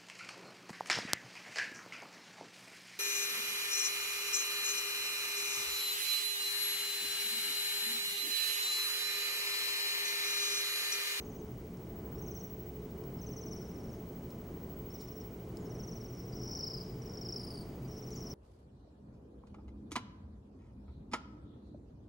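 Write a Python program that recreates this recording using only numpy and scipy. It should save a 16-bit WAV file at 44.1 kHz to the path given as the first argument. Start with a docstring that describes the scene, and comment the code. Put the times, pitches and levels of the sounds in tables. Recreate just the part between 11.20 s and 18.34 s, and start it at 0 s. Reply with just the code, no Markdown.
"""Distant traffic rumbles under a hiss of air and a camcorder's thin, very high whine.
From the start, a flock of waxwings trills in a crab-apple tree a few metres away. Each trill is a chain
of whistled notes, about 25 a second, that flick up and slide down; an open beak lets out overtones.
Beaks and twigs click, a wing brushes by, and branches and ground echo the birds."""
import sys
import numpy as np
from scipy import signal
from scipy.fft import rfft, irfft
from scipy.io import wavfile
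from scipy.ndimage import uniform_filter1d

SR = 44100
rng = np.random.default_rng(int(sys.argv[2]) if len(sys.argv) > 2 else 0)


def store_pcm(level_fs):
    """Save levels as 16-bit WAV."""
    pcm = np.round(np.clip(level_fs, -1, 1) * 32767).astype(np.int16)
    wavfile.write(sys.argv[1], SR, np.atleast_2d(pcm).T)


N = 314874
TIME = np.arange(N) / SR
FREQS = np.maximum(np.fft.rfftfreq(N, 1 / SR), 1)

# tone of the traffic and of the open air (frequency [Hz], relative level [dB])
TRAFFIC_TONE = [(20, -13), (32, -16.5), (55, -0.5), (90, -1.5), (140, -1.5), (220, -2), (300, -5),
                (440, -6), (500, -11.5), (700, -17.5), (1000, -22), (1500, -30), (2500, -42), (5000, -87)]
AIR_TONE = [(600, -12), (1800, -2), (2100, 4.5), (2750, -2), (3000, 4), (3350, -3), (4600, -3.5),
            (5700, -1.5), (8000, -6), (10600, -7), (12200, -13), (14000, -15), (15500, -7)]
# rise and fall of the traffic (time [s], relative level [dB])
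TRAFFIC_LEVEL = [(0, -45.5), (1.5, -44.5), (3.3, -44.5), (4.3, -44.5), (5.2, -44.5), (6.1, -43),
                 (7.14, -44.5)]
# stereo width of traffic and air (frequency [Hz], side level against the middle [dB])
STEREO_WIDTH = [(30, -47), (85, -42), (180, -22), (350, -15.5), (700, -7), (1400, -3), (2800, -5.5),
                (6000, -8), (12000, -23)]
# hums of far engines (pitch [Hz], width [Hz], level [dB])
ENGINE_HUMS = [(57, 52, -60), (177.2, 9.6, -56), (229.3, 12.4, -61), (361.8, 35, -58), (427.3, 17.5, -56.5),
               (662, 15, -71)]
# one idling engine that draws nearer (time [s], level [dB])
IDLING_LEVEL = [(0, -55), (4, -56), (4.5, -49.5), (7.14, -51)]
# rise and fall of the high whine (time [s], level [dB])
WHINE_LEVEL = [(0.0, -60), (0.55, -63.9), (0.75, -58), (1.35, -53), (1.7, -61.7), (1.85, -56.7),
               (2.65, -64.5), (2.9, -58.5), (3.3, -61), (3.55, -55), (4.05, -56.5), (4.35, -66.2),
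               (4.75, -61.5), (5.4, -61), (6.3, -66), (7.13, -61)]
# a fainter whistle that comes and goes (start [s])
WHISTLE_STARTS = [.97, 2.39, 4.03, 5.44, 6.97]
# trills of several birds (first note [s], last note [s], notes [count], quickening [share],
# top pitch [Hz], sag by the end [Hz], first level [dB], peak level [dB], last level [dB],
# place of the peak [0-1], a note's top against its foot [dB], mid-slide against its foot [dB])
TRILLS = [(.001, 0.184, 5, 0.0053, 6830, 3, -69, -68, -68.5, .5, -2.5, -0.5),
          (1.017, 1.275, 7, 0, 6460, 0, -59, -54, -71, 0.59, -5, -2.5),
          (2.013, 2.406, 9, 0.0025, 6270, 320, -60, -56, -66.5, 0.76, 2, -1),
          (2.347, 2.72, 9, 0.02, 6080, 100, -63, -62.5, -69, 0.35, -2, -3.5),
          (2.708, 2.776, 3, 0, 7000, 200, -74, -73, -74, .5, -4, 0),
          (3.736, 3.997, 7, 0, 5960, 0, -57.5, -64, -60, 0.7, -5, -1.5),
          (4.402, 4.444, 2, 0, 7360, 500, -67, -70, -69, .5, -5, -2),
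          (4.495, 5.005, 13, 0.022, 6150, 180, -60, -53.5, -66, .33, -7, 0),
          (4.943, 5.251, 8, 0.0032, 5830, 44, -63.5, -63, -56, 0.3, -1, 1.5),
          (5.15, 5.6, 13, 0.11, 5840, 570, -58.5, -39, -49, 0.53, -1.5, -1.5),
          (5.291, 5.474, 6, .02, 5820, 100, -54, -50, -61, 0.3, -2, -2),
          (5.54, 5.712, 6, 0.01, 5740, 198, -66, -56, -62.5, 0.43, -4, -4),
          (5.816, 6.406, 17, 0.073, 5717, 947, -60.5, -46.5, -59.5, 0.5, 3, -1),
          (6.675, 7.096, 10, 0, 6030, 0, -63, -53, -52, 0.64, -3, -2.5),
          (6.705, 6.752, 2, 0, 5930, 150, -61, -58, -64, .5, 0, 4),
          (6.916, 6.984, 3, 0, 7300, 300, -68, -64, -68, .5, -2, 1),
          (6.98, 7.109, 4, 0.0099, 5770, -3, -62, -60, -58, 0.5, 5, -1)]
# path of one note, with pitch 0 at its foot and 1 at its top
# (time [share of length], pointed pitch [share of slide], arched pitch [share of slide], level [dB])
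NOTE_PATH = [(0, -.3, -.7, -9), (.06, .6, .2, -3.5), (.13, 1.1, .82, .5), (.22, .93, 1.03, 1.5),
             (.32, .73, .8, 1), (.48, .46, .42, 0), (.7, .2, .19, 0), (.86, .05, .11, -.5),
             (.96, -.15, -.2, -10), (1.08, -1.1, -1.5, -20)]
# high notes slide further (top pitch [Hz], drop to the foot [Hz])
NOTE_SLIDE = [(4900, 550), (5800, 700), (6500, 930), (7400, 970)]
# low notes are arched, high ones pointed (foot pitch [Hz], arch [0-1])
NOTE_ARCH = [(5150, 1), (5400, 0.0088)]
# how much overtone the beak lets out (twice the note's pitch [Hz], gain [dB])
BEAK_TONE = [(7800, -20), (8700, -7), (9200, -10), (9600, -10), (9950, -20), (10500, -27), (11200, -29),
             (12000, -38)]
# opening of the beak (time [s], extra overtone gain [dB])
BEAK_OPENING = [(1.2, 3), (2.25, 13), (4.8, 1), (5.3, -4), (5.48, -8), (5.6, -6), (5.9, -9), (6.25, 6),
                (6.7, 4)]
# echoes from branches and ground (delay [s], level [dB])
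ECHOES = [(.0031, -13.5), (.0061, -12.5), (0.0332, -21.5), (0.041, -23)]
# beak and twig clicks (time [s], level [dB], time to fade by 60 dB [s])
CLICKS = [(0.571, -60, 0.025), (1.708, -66, .03), (1.838, -60, 0.023), (3.104, -60.5, 0.04),
          (4.371, -49.5, 0.014), (6.906, -56, 0.027)]
# ringing of the twigs (frequency [Hz], width [Hz], relative level [dB])
TWIG_RINGS = [(4130, 540, 0), (5360, 800, 3.5), (7030, 840, -2), (9300, 1400, -5)]
# peeps that open a trill (time [s], length [s], pitch [Hz], level [dB])
PEEPS = [(.956, .01, 5370, -68), (0.979, 0.025, 5720, -60.5), (1.97, .01, 5500, -68),
         (1.986, 0.017, 5370, -61.5), (3.699, 0.026, 5460, -62.5), (4.454, 0.03, 5370, -62.5),
         (5.123, 0.02, 4950, -58.5), (6.642, .026, 4900, -69), (6.944, .022, 4800, -66)]
# wing brushes (time [s], length [s], level [dB])
WING_BRUSHES = [(3.789, 0.044, -60), (3.78, 0.12, -72.5), (5.5, .3, -77)]


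def undb(db):
    """Turn decibels into a gain."""
    return 10 ** (np.asarray(db) / 20)


def unit(x):
    """Scale a signal to an average (rms) level of 1."""
    return x / np.sqrt(np.mean(x ** 2))


def curve(rows, at=TIME):
    """Read between the rows of a two-column table along straight lines."""
    return np.interp(at, *np.transpose(rows))


def colour(points, hz=FREQS):
    """Read gains from a (frequency [Hz], level [dB]) table."""
    f, db = np.transpose(points)
    return undb(np.interp(np.log(hz), np.log(f), db))


def resonance(hz, width_hz):
    """A peak that favours frequencies near hz."""
    return 1 / (1 + ((FREQS / hz - hz / FREQS) * hz / width_hz) ** 2)


def noise(tone):
    """Noise of level 1, shaped by one gain for each frequency."""
    return unit(irfft(rfft(rng.standard_normal(N)) * tone, N))


def wobble(rate_hz):
    """Random wavering, mostly slower than rate_hz."""
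    return noise(1 / (1 + (FREQS / rate_hz) ** 4))


def add(track, start_s, sound):
    """Mix a sound into a track."""
    i = max(int(start_s * SR), 0)
    part = sound[:max(N - i, 0)]
    track[i:i + len(part)] += part


def wide_noise(tone):
    """Noise from all round: alike at both ears in the bass, wider above."""
    side = unit(rng.standard_normal(N))
    side = irfft(rfft(side) * tone * colour(STEREO_WIDTH), N) / np.sqrt(np.mean(tone ** 2))
    return noise(tone) + side * np.array([[1], [-1]])


def traffic(trim_db=-1.5, swell_db=1.0):
    """Far traffic rumbles, and each engine's hum blurs into a narrow band of noise."""
    level_db = curve(TRAFFIC_LEVEL) + trim_db + swell_db * wobble(1.5)
    rumble = undb(level_db) * wide_noise(colour(TRAFFIC_TONE))
    hums = sum(undb(db) * noise(resonance(hz, width)) for hz, width, db in ENGINE_HUMS)
    idling = undb(curve(IDLING_LEVEL)) * noise(resonance(hz=124.2, width_hz=17.3))
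    return rumble + hums + idling


def open_air(level_db=-67.0):
    """The air hisses smoothly all round."""
    return undb(level_db) * wide_noise(colour(AIR_TONE))


def high_whine(whine_hz=15734.3, throb_hz=12.8, throb_depth=.6, roughness=.15,
               whistle_hz=11974, whistle_db=-81, whistle_s=.23):
    """A thin, very high whine throbs, and a fainter whistle comes and goes."""
    throb = unit(1 + throb_depth * np.cos(2 * np.pi * throb_hz * TIME) + roughness * wobble(160))
    whine = np.sqrt(2) * undb(curve(WHINE_LEVEL)) * throb * np.sin(2 * np.pi * whine_hz * TIME)
    on_off = np.zeros(N)
    for start in WHISTLE_STARTS:
        add(on_off, start, signal.windows.tukey(int(whistle_s * SR), .3))
    return whine + undb(whistle_db) * on_off * np.sin(2 * np.pi * whistle_hz * TIME)


def trill(first_s, last_s, count, quickening, hz, sag_hz,
          first_db, peak_db, last_db, peak_at, top_db, slide_db):
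    """Plan one trill's notes, which can quicken, swell, fade and sink in pitch."""
    scatter_s, scatter_pitch, scatter_db = .0006, .0074, 1.1  # no two notes are quite alike
    chance = rng.standard_normal((count, 5)).T
    progress = np.linspace(0, 1, count)
    starts = first_s + (last_s - first_s) * (progress + quickening * progress * (1 - progress))
    lengths = .75 * np.gradient(starts)  # leaves a gap after each note
    tops_hz = (hz - sag_hz * progress ** 2.6) * (1 + scatter_pitch * chance[1])  # holds, then sinks late
    off_peak = np.interp(progress, [0, peak_at, 1], [1, 0, 1])
    end_db = np.where(progress < peak_at, first_db, last_db)
    db = peak_db + (end_db - peak_db) * off_peak ** 1.14  # rounds off near the peak
    levels_db = db + np.array([[top_db], [slide_db], [0]]) + scatter_db * chance[2:]
    return zip(starts + scatter_s * chance[0], lengths, tops_hz, *levels_db)


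def bird_note(hz, gain, beak_db, third_db=-16):
    """The voice box whistles a nearly pure tone; overtones come out as it sinks and the beak opens."""
    phase = 2 * np.pi * np.cumsum(hz) / SR
    strength = np.sqrt(gain / gain.max()) * np.linspace(.5, 1, len(hz))  # purest when soft or early
    overtones = np.sin(2 * phase) + undb(third_db) * np.sin(3 * phase)
    overtones *= strength * undb(beak_db) * colour(BEAK_TONE, 2 * hz)
    return np.sqrt(2) * gain * signal.windows.tukey(len(hz), .1) * (np.sin(phase) + overtones)


def waxwing_trills(quiver=.006):
    """The birds whistle notes that flick up and slide down, quivering a little in pitch."""
    track = np.zeros(N)
    tremble = 1 + quiver * wobble(350)
    share, pointed, arched, shape_db = np.transpose(NOTE_PATH)
    for row in TRILLS:
        for start, length, top_hz, *levels_db in trill(*row):
            samples = np.arange(int(length * share[-1] * SR))
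            progress = samples / (length * SR)
            foot_hz = top_hz - curve(NOTE_SLIDE, top_hz)
            arch = curve(NOTE_ARCH, foot_hz)
            path = np.interp(progress, share, pointed + arch * (arched - pointed))
            path = uniform_filter1d(path, size=50, mode="nearest")  # rounds the corners
            hz = foot_hz + (top_hz - foot_hz) * path
            hz *= tremble.take(int(start * SR) + samples, mode="wrap")
            db = np.interp(progress, share, shape_db)
            db += np.interp(progress, [.2, .5, .8], levels_db)  # top, mid-slide, foot
            add(track, start, bird_note(hz, undb(db), curve(BEAK_OPENING, start)))
    return track


def tree_echoes(sound, fade_s=.88, build_s=.0071, tail_db=-11, side_db=-7, left_db=.66):
    """Branches and ground throw back a few near echoes and a thin, scattered tail."""
    t = TIME[:SR]
    fade = np.exp(-np.log(1000) * t / fade_s) * np.minimum(t / build_s, 1)
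    middle, side = rng.standard_normal((2, SR)) * fade
    tail = np.array([middle + undb(side_db) * side, middle - undb(side_db) * side])
    response = undb(tail_db) * tail / np.sqrt(np.sum(tail[0] ** 2))
    response[:, 0] += 1  # the direct sound
    for delay, db in ECHOES:
        response[:, int(delay * SR)] += undb(db)
    return signal.fftconvolve(sound[None], response, axes=1)[:, :N] * undb([[left_db], [-left_db]])


def clicks():
    """The force of beaks and twigs cracking: sudden, then quickly gone."""
    force = np.zeros(N)
    for start, db, fade_s in CLICKS:
        add(force, start, undb(db) * np.exp(-np.log(1000) * TIME[:SR // 4] / fade_s))
    return force


def twigs(force):
    """Twigs ring with a bright noise that follows the force on them."""
    return force * noise(sum(undb(db) * resonance(hz, width) for hz, width, db in TWIG_RINGS))


def waxwing_peeps(droop=.065):
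    """Short whistles before a trill, steady in the middle and lower at both ends."""
    track = np.zeros(N)
    for start, length, hz, db in PEEPS:
        place = np.linspace(-1, 1, int(length * SR))
        gain = undb(db) * np.sqrt(1 - place ** 2)
        add(track, start, bird_note(hz * (1 - droop * place ** 4), gain, beak_db=-10))
    return track


def wing_brushes():
    """The force of feathers stroking past: a soft rise and fall."""
    force = np.zeros(N)
    for start, length, db in WING_BRUSHES:
        add(force, start, undb(db) * np.hanning(int(length * SR)))
    return force


def scene(flutter_db=2.17):
    """Birds in their tree, with the traffic, the air and the high whine."""
    calls = (waxwing_trills() + waxwing_peeps()) * undb(flutter_db * wobble(180))
    rustles = twigs(clicks() + wing_brushes())
    return tree_echoes(calls + rustles) + traffic() + open_air() + high_whine()


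def record(dry):
    """The camcorder cuts off the highest treble."""
    cutoff_hz = 16100
    return signal.sosfilt(signal.ellip(10, .1, 80, cutoff_hz, fs=SR, output="sos"), dry)


dry = scene()
out = record(dry)
store_pcm(out)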